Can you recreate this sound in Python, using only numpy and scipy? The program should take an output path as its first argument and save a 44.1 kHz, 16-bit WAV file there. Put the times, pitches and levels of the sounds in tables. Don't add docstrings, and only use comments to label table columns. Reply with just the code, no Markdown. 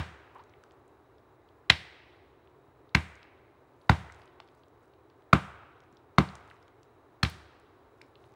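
import sys
import numpy as np
from scipy import signal
from scipy.fft import rfft, irfft, next_fast_len
from scipy.io import wavfile
from scipy.ndimage import uniform_filter1d, minimum_filter1d

SR = 44100
rng = np.random.default_rng(int(sys.argv[2]) if len(sys.argv) > 2 else 0)


def attenuation_scalar(level_db):
    decades = np.asarray(level_db, float) / 20
    return 10 ** decades


def dump(signal):
    limited = np.clip(np.atleast_2d(signal).T, -1, 1)
    pcm = np.round(limited * 32767).astype(np.int16)
    wavfile.write(sys.argv[1], SR, pcm)


N = 368235
LEAD = 4410


def seconds():
    return (np.arange(N + LEAD) - LEAD) / SR


def sample(s):
    return int(round(s * SR)) + LEAD


def rms_one(x):
    return x / np.sqrt(np.mean(x ** 2) + 1e-20)


def band(x, low_hz, high_hz):
    sections = signal.butter(2, [low_hz, min(high_hz, .45 * SR)], "band", fs=SR, output="sos")
    return signal.sosfilt(sections, x)


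def drift(rate):
    knots = rng.standard_normal(400)
    return np.interp(seconds() * rate + 5, np.arange(400), knots)


def add(out, s, sound):
    part = out[sample(s):sample(s) + len(sound)]
    part += sound[:len(part)]


def crack(modes, hiss_db):
    t = np.arange(1200) / SR
    late = np.maximum(t - .0008, 0)
    ring = 0
    for k, (hz, width_hz, db) in enumerate(modes):
        dying = np.exp(-np.pi * 1.1 * width_hz * late)
        ring = ring + (-1) ** k * attenuation_scalar(db) * width_hz * dying * np.sin(2 * np.pi * hz * late)
    sinking = (1 - np.exp(-late / 0.0026)) ** 2
    choked = 0.084 + np.exp(-(late / 0.0036) ** 4)
    ring = ring * sinking * choked
    tearing = signal.lfilter([1], [1, -.85], band(rng.standard_normal(1200), 1000, 5000))
    swell = t / 0.0019 * np.exp(1 - t / 0.0022) + 0.027 * np.exp(-t / 0.0027)
    return ring / np.abs(ring).max() + attenuation_scalar(hiss_db) * rms_one(tearing) * swell


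def spray():
    t = np.arange(SR // 2) / SR
    noise = rng.standard_normal((2, SR // 2))
    coarse = rms_one(band(noise[0], 4900, 9000)) * (attenuation_scalar(-60 * t / 0.5) + attenuation_scalar(10.5 - 60 * t / 0.025))
    fine = rms_one(band(noise[1], 9000, 15500)) * (attenuation_scalar(-12 - 60 * t / .3) + attenuation_scalar(7.5 - 60 * t / 0.029))
    return (coarse + fine) * (1 - np.exp(-t / 0.00037))


def thump(*loads_db):
    # f/Hz, t60/s
    sway = [(79, 0.25), (113, 0.06), (148, 0.11), (188, .09), (240, 0.083), (312, 0.085), (352, 0.11),
            (430, 0.1), (545, .06)]
    knock = (-2, -7.5, -12, -13)
    # f/Hz, t60/s, level above the third mode/dB
    thud = (165, .04, 4.8)
    t = np.arange(SR // 2) / SR
    loads_db = list(loads_db) + [loads_db[-1] + below for below in knock] + [loads_db[2] + thud[2]]
    modes = list(sway) + [thud[:2]]
    ring = 0
    for (hz, t60), db in zip(modes, loads_db):
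        ring = ring + attenuation_scalar(db + 5.5 - 60 * t / t60) * np.sin(2 * np.pi * hz * t)
    push = 1 - np.exp(-t / 0.0035)
    return push * ring


def from_all_sides(sound, tilt_db, blur_hz):
    size = 4096
    sharp = power = np.abs(rfft(sound, size)) ** 2
    for _ in range(2):
        power = uniform_filter1d(power, max(int(blur_hz * size / SR), 1))
    octaves = np.log2((np.arange(len(power)) * SR / size + 300) / 1800)
    wide_bins = int(2200 * size / SR)
    wide = uniform_filter1d(uniform_filter1d(power, wide_bins), wide_bins)
    power = wide + (power - wide) / (1 + 2 ** (4 * (octaves - .75)))
    sharp = sharp / (1 + 2 ** (5 * (octaves - .6)))
    spectrum = np.sqrt(np.abs(power) + sharp) * attenuation_scalar(tilt_db * octaves)
    return np.roll(irfft(spectrum, size), 150)[:300] * np.hanning(300)


def blows():
    # t/s, crack peak level/dB, splinter hiss level/dB, spray level/dB, sideways tilt/dB
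    earlier = [
        (-0.026, -13, -10, -38, -2),
    ]
    # t/s, crack peak level/dB, splinter hiss level/dB, spray level/dB, sideways tilt/dB
    strikes = [
        (1.6996, -0.5, -14.5, -34.5, -3),
        (2.9490, -8, -14.5, -34.5, -5),
        (3.8952, -5.5, -24, -34.5, 0.7),
        (5.3308, -4, -21.5, -33.5, -0.7),
        (6.183, -4.5, -22.5, -35.5, -1.5),
        (7.231, -14.5, -12, -32.5, -2.5),
    ]
    # f/Hz, width/Hz, level/dB
    cracks = [
        [(1000, 1300, 8.5), (1485, 460, -1), (2000, 610, -3), (3460, 1640, -5)],
        [(925, 200, -20)] + [(1426.7, 23, -4.5), (1977, 140, 0.5), (2490, 60, 0.0), (3070, 48.7, -3),
         (3360, 87, -3.5), (3998, 110, 3), (4750, 350, -10)],
        [(990, 63, -5.5), (1647, 42, -2.5), (2218, 190, -2), (2730, 75, -8.5), (4060, 230, -11),
         (4850, 380, -13)],
        [(901, 260, -0.5), (1435, 56, -3.5), (2020, 430, -4), (3707, 360, -14.5), (4530, 82, -20.5)],
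        [(656, 60, -11), (1253, 270, -1), (2268, 270, -11.5), (3700, 320, -17.5), (4690, 76, -35.5)],
        [(705, 35, -6.5), (1148, 370, 6), (2070, 77, -7), (3724, 120, -14.5), (4300, 50, -14.5)],
        [(1733, 110, -2.5)] + [(1256, 200, -3.0), (2553, 125, -3.5), (3260, 137, -5.5), (4220, 180, 1),
         (5400, 120, -24), (6080, 300, -14.0)],
    ]
    # root mode level/dB, trunk mode level/dB, depth of bite/0-1
    thumps = [
        (-29.5, -20, 0),
        (-35.5, -23.5, 0),
        (-27, -17.5, 0.31),
        (-24.5, -11.5, 0),
        (-30, -13.5, 0.59),
        (-30, -16, 0.86),
        (-30, -18.5, 0),
    ]
    glancing_db = (2.5, -8.5, -13, -15)
    deep_db = (-4.5, -0.95, 2.7, -1.5)
    glancing_lag_s, deep_lag_s = 0.0026, 0.0008
    sideways_db, aimed = -3.5, 0.44
    direct, sent = np.zeros((2, N + LEAD))
    for row, modes, (root_db, trunk_db, depth) in zip(list(earlier) + list(strikes), cracks, thumps):
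        s, crack_db, hiss_db, spray_db, tilt_db = row
        loads_db = trunk_db + (1 - depth) * np.array(glancing_db) + depth * np.array(deep_db)
        lag = (1 - depth) * glancing_lag_s + depth * deep_lag_s
        bite = attenuation_scalar(crack_db + 2.5) * crack(modes, hiss_db)
        shake = thump(root_db, *loads_db)
        add(direct, s - .0008, bite)
        add(direct, s, attenuation_scalar(spray_db - 21.5) * spray())
        add(direct, s + lag, shake)
        sideways = from_all_sides(bite, tilt_db, blur_hz=645.3)
        add(sent, s - 150 / SR, attenuation_scalar(sideways_db - aimed * crack_db) * sideways)
        add(sent, s + lag, attenuation_scalar(-6.5) * shake)
    return direct, sent


def forest(dry):
    # f/Hz, near trunks level/dB, near t60/s, far trunks level/dB, far t60/s
    scatter = [(100, -43.5, 0.73, -58.5, 0.32), (257, -37.5, 0.12, -62.5, 0.9),
               (631.2, -40.5, 0.21, -58, 1.5), (1190, -44.5, 0.17, -58.5, 1.3),
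               (2320, -40, 0.17, -57.5, 1.41), (4600, -43.5, 0.32, -62.5, 1.8),
               (8040, -40.5, 0.09, -52.5, 1), (14000, -45.5, 0.1, -57.5, 0.37)]
    t = np.arange(int(1.5 * SR)) / SR
    table = np.array(scatter)
    edges = 45 * 2 ** np.arange(0, 9, .5)
    white = rng.standard_normal((2, len(t)))
    response = 0
    for k, (low, high) in enumerate(zip(edges, edges[1:])):
        log_hz = np.log(low * high) / 2
        near_db, near_t60, far_db, far_t60 = (np.interp(log_hz, np.log(table[:, 0]), c) for c in table.T[1:])
        dying = attenuation_scalar(near_db - 60 * t / near_t60) + attenuation_scalar(far_db - 60 * t / far_t60)
        dying = dying * attenuation_scalar(-9 * t * low * high / 4000 ** 2)
        response = response + dying * band(white[k % 2], low, high)
    arrival = np.clip((t - .003) / 0.0044, 0, 1)
    clumps = np.interp(t * 180, np.arange(300), rng.standard_normal(300))
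    trunks = attenuation_scalar(1.8 * clumps * np.exp(-t / .3))
    return signal.fftconvolve(dry, response * arrival * trunks)[:len(dry)]


def air():
    # f/Hz, level/dB
    colour = [(25, 7), (50, -7), (75, -4.5), (132, -4), (159, -13.5), (203, -18.5), (265, -8.5),
              (386, -2.13), (518, -10), (1100, -12.5), (2330, -28), (3100, -34.5), (5200, -42.5),
              (15000, -49)]
    # f/Hz, width/Hz, level/dB
    housing = (3880, 330, 8)
    air_db, whine_db, whine_hz = -57.5, -93.5, 15675
    size = next_fast_len(N + LEAD)
    hz = np.arange(size // 2 + 1) * SR / size + 1
    colour_db = np.interp(np.log(hz), np.log(np.array(colour)[:, 0]), np.array(colour)[:, 1])
    colour_db += housing[2] / (1 + (2 * (hz - housing[0]) / housing[1]) ** 2)
    noise = rms_one(irfft(rfft(rng.standard_normal(size)) * attenuation_scalar(colour_db), size)[:N + LEAD])
    whine = np.sqrt(2) * attenuation_scalar(whine_db + 1.5 * drift(25)) * np.sin(2 * np.pi * whine_hz * seconds())
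    breathing = attenuation_scalar(air_db + .5 * drift(0.5) + 0.39 * drift(30))
    return breathing * noise + whine


def rustle():
    # t/s, level/dB
    stirs = [
        (.65, -97),
        (3.82, -77),
        (4.2, -74.5),
        (4.58, -76.5),
        (4.83, -79.5),
        (5.95, -82.5),
        (6.5, -74),
        (8.03, -81.5),
        (8.25, -78.5),
    ]
    still_db, rise_db_per_s, fall_db_per_s = -91.5, 79, 95
    t = seconds()
    swells = [db - np.maximum(rise_db_per_s * (s - t), fall_db_per_s * (t - s)) for s, db in stirs]
    born = rng.random(len(t)) < 1100 * attenuation_scalar(6 * drift(14)) / SR
    strength = attenuation_scalar(4.5 * np.minimum(rng.exponential(1, len(t)), 4))
    grains = born * strength * rng.choice([-1, 1], len(t))
    dealt = rng.integers(0, 5, len(t))
    crackle = 0
    for k, hz in enumerate(np.geomspace(3000, 9000, 5)):
        crackle = crackle + band(grains * (dealt == k) + 1e-18, hz / 1.1, hz * 1.25) * (3000 / hz) ** .7
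    return rms_one(crackle) * attenuation_scalar(np.maximum(np.max(swells, axis=0), still_db) - 4)


def creak():
    # t/s, length/s, level/dB, slip rate at start f/Hz, at end f/Hz
    tugs = [
        (0.349, 0.037, -48, 220.5, 346),
        (0.385, .036, -50, 344.6, 600),
    ]
    # f/Hz, width/Hz
    wedge = (1020, 180)
    attack_s, hold, edge_db = 0.009, .55, -14
    out = np.zeros(N + LEAD)
    for s, length, db, start_hz, end_hz in tugs:
        along = np.linspace(0, 1, int(length * SR))
        wobble = uniform_filter1d(rng.standard_normal((2, 3000)), 60, axis=1)[:, :len(along)]
        hz = start_hz + (end_hz - start_hz) * along
        phase = 2 * np.pi * np.cumsum(hz * (1 + .15 * wobble[0])) / SR
        slips = 0
        for k in range(1, 12):
            detuning = 2 * (k * hz - wedge[0]) / wedge[1]
            slips = slips + np.cos(k * phase) / (1 + detuning ** 2) ** 0.52
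        level_db = db + np.interp(along, [0, attack_s / length, hold, 1], [edge_db, 0, -3, edge_db])
        add(out, s, attenuation_scalar(level_db) * rms_one(slips * (1 + 0.99 * wobble[1])))
    return out


def ticks(rows, octaves, decay_s):
    out = np.zeros(N + LEAD)
    t = np.arange(900) / SR
    spread = 2 ** np.clip(octaves, .2, 2)
    for (s, db, hz), noise in zip(rows, rng.standard_normal((len(rows), 900))):
        contact = noise * np.exp(-t / np.clip(decay_s, .0003, .01)) + 3.6 * (t == t[8])
        tick = band(contact, hz / spread, hz * spread)
        tick = band(tick, hz / spread ** 2.1, hz * spread ** 1.4) + 0.14 * tick
        add(out, s, attenuation_scalar(db) * tick / np.abs(tick).max())
    return out


def snaps():
    # t/s, peak level/dB, f/Hz; the one at 190 Hz is the low thud of a footstep
    fractures = [(0.438, -55, 4100), (0.6377, -50, 3800), (0.7098, -50.5, 2730), (0.7196, -58, 4140),
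                 (3.1547, -48.5, 3760), (3.2298, -45, 2590), (4.1228, -45.5, 4530), (4.1463, -51, 4260),
                 (4.2183, -47.5, 3110), (4.2572, -54.5, 4460), (4.4015, -35.5, 2590), (4.4872, -49.5, 2200),
                 (4.55, -62, 5980), (4.6831, -61, 4970), (5.2222, -55.5, 2200), (5.804, -49.5, 3500),
                 (5.8369, -58, 2800), (5.925, -50, 190), (5.9266, -57.5, 4400), (6.1618, -62.5, 4390),
                 (6.3538, -40, 3410), (6.5652, -61, 2715), (6.6802, -53, 3000), (6.8316, -49, 4220),
                 (7.5989, -58, 5960), (7.9764, -70.5, 6020), (8.016, -49, 4500), (8.0644, -62.5, 3900),
                 (8.321, -62, 3970), (8.3393, -58, 3200)]
    return ticks(fractures, octaves=.9, decay_s=0.0012)


def pings():
    # t/s, peak level/dB, f/Hz
    landings = [(0.4957, -63, 4870), (0.5374, -50, 2440), (6.6264, -59, 4600), (0.637, -44.5, 1290),
                (0.8794, -61, 7460), (1.1828, -59, 3920), (1.4879, -58, 3440), (2.4731, -55.5, 3000),
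                (2.892, -58, 3880), (3.8147, -57, 3950), (4.0988, -38, 1497), (4.2764, -55.7, 3300),
                (4.401, -40, 1000), (4.402, -48, 4360), (4.4763, -59, 3900), (4.6347, -55.5, 3600),
                (4.9364, -58, 3600), (5.0997, -58.5, 3805), (5.9699, -50.5, 4220), (6.2883, -41, 3600),
                (6.354, -48, 7530), (6.5005, -46.5, 3400), (6.5121, -40, 1850), (7.2498, -20, 2840),
                (7.298, -42.5, 11100), (7.309, -57, 12080), (8.014, -40, 2000), (8.0165, -46.5, 4340),
                (8.155, -47, 3200), (8.2398, -55.5, 3070)]
    return ticks(landings, octaves=.4, decay_s=.0018)


def grazes():
    # t/s, peak level/dB, f/Hz
    touches = [
        (1.6968, -29.5, 2000),
        (2.9465, -35, 2000),
        (3.8928, -27.5, 1520),
        (5.3285, -19.5, 1500),
        (6.1800, -21.5, 1604),
        (7.2295, -21, 2000),
    ]
    return ticks(touches, octaves=0.97, decay_s=.003)


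def scene():
    direct, sent = blows()
    small = snaps() + pings() + creak()
    mix = direct + grazes() + small + forest(sent + small) + rustle() + air()
    return mix[None, LEAD:]


def roll_off(x):
    return signal.sosfilt(signal.butter(12, 16460, fs=SR, output="sos"), x)


def record(dry):
    ceiling, limit_s = .985, .0012
    heard = signal.sosfilt(signal.butter(4, 60, "high", fs=SR, output="sos"), dry)
    span = int(limit_s * SR)
    needed = ceiling / np.maximum(np.abs(heard), ceiling)
    gain = uniform_filter1d(minimum_filter1d(needed, size=span), size=span)
    return roll_off(gain * heard)


dry = scene()
out = record(dry)
dump(out)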